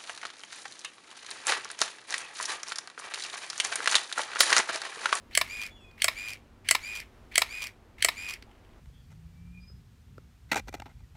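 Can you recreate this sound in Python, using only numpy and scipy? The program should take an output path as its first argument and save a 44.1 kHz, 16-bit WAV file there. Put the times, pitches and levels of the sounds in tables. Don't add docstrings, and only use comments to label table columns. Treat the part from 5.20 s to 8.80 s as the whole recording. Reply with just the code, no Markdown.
import sys
import numpy as np
from scipy import signal
from scipy.fft import rfft, irfft, next_fast_len
from scipy.io import wavfile
from scipy.ndimage import uniform_filter1d, map_coordinates

SR = 44100
rng = np.random.default_rng(int(sys.argv[2]) if len(sys.argv) > 2 else 0)


def unload_audio(sound):
    columns = np.transpose(np.atleast_2d(sound))
    steps = np.round(np.clip(columns, -1, 1) * 32767)
    wavfile.write(sys.argv[1], SR, steps.astype(np.int16))


def gain_from_db(level_db):
    decades = np.asarray(level_db, float) / 20
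    return 10 ** decades


N = 158760
T = np.arange(N) / SR


def unit(x):
    return x / np.sqrt(np.mean(x ** 2) + 1e-20)


def along(points, hz):
    f, v = np.transpose(points)
    return np.interp(np.log(hz + 1), np.log(f + 1), v)


def wobble(rate):
    coarse = T[::16]
    knots = rng.standard_normal(size=4000)
    return np.interp(T, coarse, map_coordinates(knots, [coarse * rate]))


def filtered(x, response):
    m = next_fast_len(N + 4096, real=True)
    return irfft(rfft(x, m) * response(np.fft.rfftfreq(m, 1 / SR)), m)[:N]


def body(peaks, narrow=.7):
    def response(f):
        total = 0
        for k, (centre, width, db) in enumerate(peaks):
            loss = 1j * f * narrow * width
            total = total + (-1) ** k * gain_from_db(db) * loss / (centre * centre - f * f + loss)
        return total
    return response


def noise(spectrum):
    return unit(filtered(rng.standard_normal(N), lambda hz: gain_from_db(along(spectrum, hz))))


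def resonant_noise(centre, width):
    return unit(filtered(rng.standard_normal(N), body([(centre, width, 0)])))


def even_grit(shape, count):
    x = shape * rng.standard_normal((count, len(shape)))
    for _ in range(3):
        z = rfft(x)
        x = irfft(z / (np.abs(z) + 1e-12), len(shape))
        local_power = np.abs(uniform_filter1d(x ** 2, size=24))
        x = x * shape / np.sqrt(local_power + 1e-20)
    return x


def blows(events, back, blow, peaks):
    rise, t60, level_db, crack_db, rattle_db, rattle_t60 = blow
    force, t = np.zeros(N + SR), T[:8192]
    onset = 1 - np.exp(-(t / rise) ** 2)
    hits = [(s + delay, db + less_db) for delay, less_db in [(0, 0)] + back for s, db in events]
    crunch = even_grit((onset * gain_from_db(-60 * t / t60))[:1024], count=len(hits))
    for (s, db), row in zip(hits, crunch):
        force[round(s * SR):][:len(row)] += gain_from_db(db) * row
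    for s, db in events:
        rattle = onset * gain_from_db(db + rattle_db - 60 * t / rattle_t60)
        force[round(s * SR):][:len(t)] += rattle * rng.standard_normal(len(t))
    force = force[:N]
    ring = body(peaks, narrow=.9)

    def crack(f):
        return gain_from_db(crack_db) * (1j * f / (1200 + 1j * f)) ** 2 / (1 + 1j * f / 9000)

    scale = np.sqrt(np.mean(np.abs(ring(np.linspace(1, SR / 2, num=2000))) ** 2))
    scattered = force * np.sign(rng.standard_normal(N))
    return gain_from_db(level_db) * (filtered(force, ring) + filtered(scattered, crack)) / scale


def shot_clock():
    starts = np.transpose(MIRROR)[0]
    which = np.clip(np.searchsorted(starts - .1, T) - 1, 0, None)
    return which, T - starts[which]


def each_shot(rows):
    s, db = np.transpose(rows)
    return gain_from_db(np.interp(shot_clock()[1], s, db, -150, -150))


CLICK_RUN_DB = [-2, -1, 0, 2, 2]


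def after_mirror(rows):
    return [(s + delay, db + run_db + rng.normal(0, 1.2))
            for (s, _), run_db in zip(MIRROR, CLICK_RUN_DB) for delay, db in rows]


# pitch_hz, level_db (per Hz)
AIR = [(100, -30), (135, -2), (250, 0), (500, -5), (1000, -9), (2500, -17), (8000, -30), (16500, -37)]
# pitch_hz, level_db (per Hz)
RUMBLE = [(8.8, -33), (15, -3), (22, -4), (38, 0), (54, 0), (102, -4), (124, -10), (135, -10), (180, -40),
          (300, -120)]
# pitch_hz, width_hz, level_db
HUM = [(227, 10, -70), (97, 6, -66), (48, 8, -64), (378, 14, -74)]


def room_tone():
    hum = sum(gain_from_db(db) * resonant_noise(centre, width) for centre, width, db in HUM)
    air = gain_from_db(-59.6 + .8 * wobble(3)) * noise(AIR)
    rumble = gain_from_db(-58.5 + 1.2 * wobble(4)) * noise(RUMBLE)
    return air + rumble + hum


# after_mirror_s, level_db
RELEASE = [(-.04, -75), (-.025, -60), (-.012, -52), (-.003, -55), (.005, -80)]
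# after_mirror_s, level_db
LOAD = [(-.045, -75), (-.039, -53), (0, -48), (.08, -46), (.13, -50), (.17, -46), (.3, -44), (.33, -48),
        (.37, -63), (.42, -85)]
# after_mirror_s, level_db
GRIT = [(-.046, -40), (-.02, -18), (0, -6), (.05, 0), (.31, -1.5), (.335, -8), (.42, -10)]
# pitch_hz, level_db (per Hz)
GEARS = [(240, -43), (500, -16), (1410, -8), (2290, -3), (3430, -7), (5600, -13), (11500, -18),
         (15300, -30)]
# pitch_hz, width_hz, level_db
HOUSING = (2250, 600, 1.5)
# after_mirror_s, level_db
WHINE = [(.09, -75), (.13, -55), (.143, -51), (.151, -42), (.27, -40), (.31, -43), (.325, -58), (.35, -75)]
# after_mirror_s, level_db
OVERTONES = [(.085, -80), (.11, -65), (.14, -60), (.155, -51), (.18, -53), (.26, -56), (.305, -55),
             (.325, -80)]
ORDERS_DB = [0, -3, -13, -22]
RUN_HZ = [0, -10, 0, 10, 30]
# after_mirror_s, pitch_hz
SAG = [(.2, 0), (.235, 0), (.265, -60), (.305, 0), (.33, -120), (.36, -200)]
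RELEASE_S, RELEASE_SPIN_S = -.046, .038
START_S, SPIN_S = .085, .023
FULL_HZ, CREEP_HZ_PER_S, JITTER_HZ = 2445, 120, 28
TEETH, BEAT, FLUTTER_DB = 24, .3, 1.6


def motor():
    which, t = shot_clock()
    releasing = t < .02
    run = np.clip(np.where(releasing, t - RELEASE_S, t - START_S), 0, None)
    spin_up = 1 - np.exp(-run / np.where(releasing, RELEASE_SPIN_S, SPIN_S))
    sag = np.interp(t, *np.transpose(SAG))
    steady_hz = FULL_HZ + np.array(RUN_HZ)[which] + CREEP_HZ_PER_S * run + sag
    hz = steady_hz * spin_up + JITTER_HZ * wobble(400)
    phase = 2 * np.pi * np.cumsum(hz) / SR
    once = np.cos(phase / TEETH + 1.2 * wobble(20))
    twice = np.cos(2 * phase / TEETH + 2 * wobble(30))
    turn = 1 + BEAT * (once + .6 * twice)

    mesh = each_shot(WHINE) * gain_from_db(FLUTTER_DB * wobble(110)) * np.sin(phase)
    over = sum(gain_from_db(db + 1.5 * FLUTTER_DB * wobble(110)) * np.sin((k + 2) * phase)
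               for k, db in enumerate(ORDERS_DB))
    whine = mesh + (each_shot(OVERTONES) + each_shot(RELEASE)) * over

    centre, width, db = HOUSING
    boom = gain_from_db(db) * resonant_noise(centre, width)
    grit = each_shot(GRIT) * gain_from_db(1.9 * wobble(500)) * noise(GEARS)
    gears = (grit + boom) / np.sqrt(1 + gain_from_db(2 * db))
    return turn * (np.sqrt(2) * whine + each_shot(LOAD) * gain_from_db(1.5 * wobble(250)) * gears)


# after_mirror_s, peak_db
KICKS = [
    (-.0415, -44),
    (-.031, -45),
    (-.021, -41),
    (.333, -39),
]
# pitch_hz, width_hz, level_db
KICK_BODY = [(1750, 300, -6), (2200, 350, 0)]
# rise_s, t60_s, level_db, crack_db, rattle_db, rattle_t60_s
KICK_BLOW = (.002, .03, -2, -50, -30, .05)


def gear_kicks():
    return blows(after_mirror(KICKS), [], KICK_BLOW, KICK_BODY)


# start_s, peak_db
MIRROR = [(0.15, -12), (0.8186, -11), (1.4866, -10), (2.155, -10), (2.823, -10)]
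# delay_s, level_db
MIRROR_BACK = [(-.002, -24), (.007, -19), (.011, -21), (.015, -17)]
# rise_s, t60_s, level_db, crack_db, rattle_db, rattle_t60_s
MIRROR_BLOW = (.0011, .016, 1.2, -22, -24, .12)
# pitch_hz, width_hz, level_db
MIRROR_BODY = [(1680, 200, -5), (2150, 250, 0), (3150, 280, -1.5), (4430, 330, -6), (5450, 200, -12),
               (6010, 250, -10), (7470, 300, -14), (8070, 310, -9), (9920, 440, -10), (11000, 280, -17),
               (13200, 370, -21)]


def mirror():
    return blows(MIRROR, MIRROR_BACK, MIRROR_BLOW, MIRROR_BODY)


# start_s, peak_db
FIRST = [(0.1733, -6), (0.842, -5.5), (1.5095, -4), (2.178, -4), (2.846, -4.5)]
# delay_s, level_db
FIRST_BACK = [(.0015, -5), (.005, -14), (.012, -17), (.016, -23), (.03, -26)]
# rise_s, t60_s, level_db, crack_db, rattle_db, rattle_t60_s
FIRST_BLOW = (.0009, .013, 1.3, -21, -28, .14)
# pitch_hz, width_hz, level_db
FIRST_BODY = [(670, 110, -10), (380, 200, -20), (1150, 200, -12), (1400, 150, -12), (1700, 150, -9),
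              (1990, 110, 0), (2250, 200, -1), (3100, 400, -10), (4400, 350, -8), (5430, 300, -12),
              (6210, 200, -15), (7780, 450, -3), (9600, 500, -8), (13100, 900, -20)]


def first_curtain():
    return blows(FIRST, FIRST_BACK, FIRST_BLOW, FIRST_BODY)


# start_s, peak_db
SECOND = [(0.2114, -12), (0.88, -11), (1.548, -11), (2.2166, -10), (2.8845, -12)]
# delay_s, level_db
SECOND_BACK = [(.0025, -1), (.012, -18), (.017, -24)]
# rise_s, t60_s, level_db, crack_db, rattle_db, rattle_t60_s
SECOND_BLOW = (.0017, .018, 1.5, -23, -26, .12)
# pitch_hz, width_hz, level_db
SECOND_BODY = [(300, 150, -20), (650, 150, -8), (1060, 240, -4), (1400, 150, -11), (1750, 180, -7),
               (2290, 300, 0), (3920, 320, -4), (4600, 250, -9), (5150, 250, -8), (7740, 600, -19),
               (9600, 600, -20), (11500, 900, -21), (12700, 500, -21)]


def second_curtain():
    return blows(SECOND, SECOND_BACK, SECOND_BLOW, SECOND_BODY)


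# after_mirror_s, peak_db
CAMS = [(.2645, -27), (.273, -28), (.284, -27)]
# rise_s, t60_s, level_db, crack_db, rattle_db, rattle_t60_s
CAM_BLOW = (.001, .016, -2, -16, -25, .05)
# pitch_hz, width_hz, level_db
CAM_BODY = [(1100, 300, -8), (2400, 400, -2), (3210, 400, 0), (4550, 400, -3), (5900, 500, -5),
            (7480, 460, -10), (8710, 500, -11), (10000, 600, -14), (12000, 900, -18)]


def cams():
    return blows(after_mirror(CAMS), [], CAM_BLOW, CAM_BODY)


# after_mirror_s, peak_db
LATCH = [
    (.3135, -25),
    (.323, -39),
]
# rise_s, t60_s, level_db, crack_db, rattle_db, rattle_t60_s
LATCH_BLOW = (.001, .014, -2, -24, -25, .04)
# pitch_hz, width_hz, level_db
LATCH_BODY = [(1700, 300, -5), (2350, 500, 0), (3200, 300, -6), (4500, 450, -3), (5600, 500, -4),
              (7000, 400, -12), (7800, 400, -10), (8800, 500, -10), (10100, 500, -13), (11700, 400, -13),
              (12500, 400, -13)]


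def latch():
    return blows(after_mirror(LATCH), [], LATCH_BLOW, LATCH_BODY)


# start_s, length_s, start_pitch_hz, end_pitch_hz, level_db,
# second_partial_db, third_partial_db
BIRD = [
    (.503, .21, 3425, 3390, -59, -19, -45),
    (.562, .05, 2950, 2720, -66, -15, -30),
    (.605, .055, 2645, 2610, -66, -14, -10),
    (.64, .16, 2500, 2430, -60, -22, -30),
    (.562, .09, 3200, 3050, -72, -30, -40),
    (3.275, .04, 840, 830, -61, -30, -22),
]


def bird():
    out = np.zeros(N)
    for s, length, hz0, hz1, level_db, second_db, third_db in BIRD:
        u = np.clip((T - s) / length, 0, 1)
        hz = hz0 + (hz1 - hz0) * u + 25 * wobble(300)
        phase = 2 * np.pi * np.cumsum(hz) / SR
        attack, release = np.clip(u * 24, 0, 1), np.clip((1 - u) * 15, 0, 1)
        shape = attack * gain_from_db(-9 * u + 2.5 * wobble(90)) * release
        tone = np.sin(phase) + gain_from_db(second_db) * np.sin(2 * phase) + gain_from_db(third_db) * np.sin(3 * phase)
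        out += gain_from_db(level_db) * shape * tone
    return np.sqrt(2) * out


# start_s, peak_db
TICKS = [
    (.7115, -47),
    (3.2235, -34),
    (3.236, -52),
]
# rise_s, t60_s, level_db, crack_db, rattle_db, rattle_t60_s
FINGER_BLOW = (.0008, .014, -2, -22, -22, .06)
# pitch_hz, width_hz, level_db
FINGER_BODY = [(1350, 250, -6), (2200, 500, 1.5), (4550, 500, 0), (6000, 700, -14), (8000, 900, -15)]


def finger_ticks():
    return blows(TICKS, [], FINGER_BLOW, FINGER_BODY)


# start_s, peak_db
CREAKS = [(3.29, -58), (3.311, -51), (3.33, -58), (3.35, -58), (3.375, -59), (3.446, -52), (3.49, -58),
          (3.53, -57)]
# rise_s, t60_s, level_db, crack_db, rattle_db, rattle_t60_s
GRIP_BLOW = (.002, .03, -2, -24, -14, .1)
# pitch_hz, width_hz, level_db
GRIP_BODY = [(1100, 300, -5), (2100, 300, -2), (2600, 300, -3), (3050, 350, 0)]


def grip_creaks():
    return blows(CREAKS, [], GRIP_BLOW, GRIP_BODY)


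# pitch_hz, t60_s
ROOM = [(200, .25), (2000, .2), (10000, .1)]


def room(x):
    hz, t, z = signal.stft(rng.standard_normal(SR // 2), SR, nperseg=256)
    decay = gain_from_db(-60 * t / along(ROOM, hz)[:, None])
    tail = signal.istft(z * decay, SR, nperseg=256)[1]
    late = np.pad(x, (250, 0))
    return signal.fftconvolve(late, tail / np.linalg.norm(tail))[:N]


def scene():
    shutter = mirror() + first_curtain() + second_curtain()
    camera = motor() + gear_kicks() + shutter + cams() + latch() + finger_ticks() + grip_creaks()
    return (camera + gain_from_db(-20) * room(camera) + bird() + room_tone())[None]


def top_cut(x):
    return signal.sosfilt(signal.butter(12, 16980, fs=SR, output="sos"), x)


def record(dry):
    mix = filtered(dry[0], lambda hz: 1 / (1 + (hz / 15900) ** 80))[None]
    return top_cut(mix)


dry = scene()
out = record(dry)
unload_audio(out)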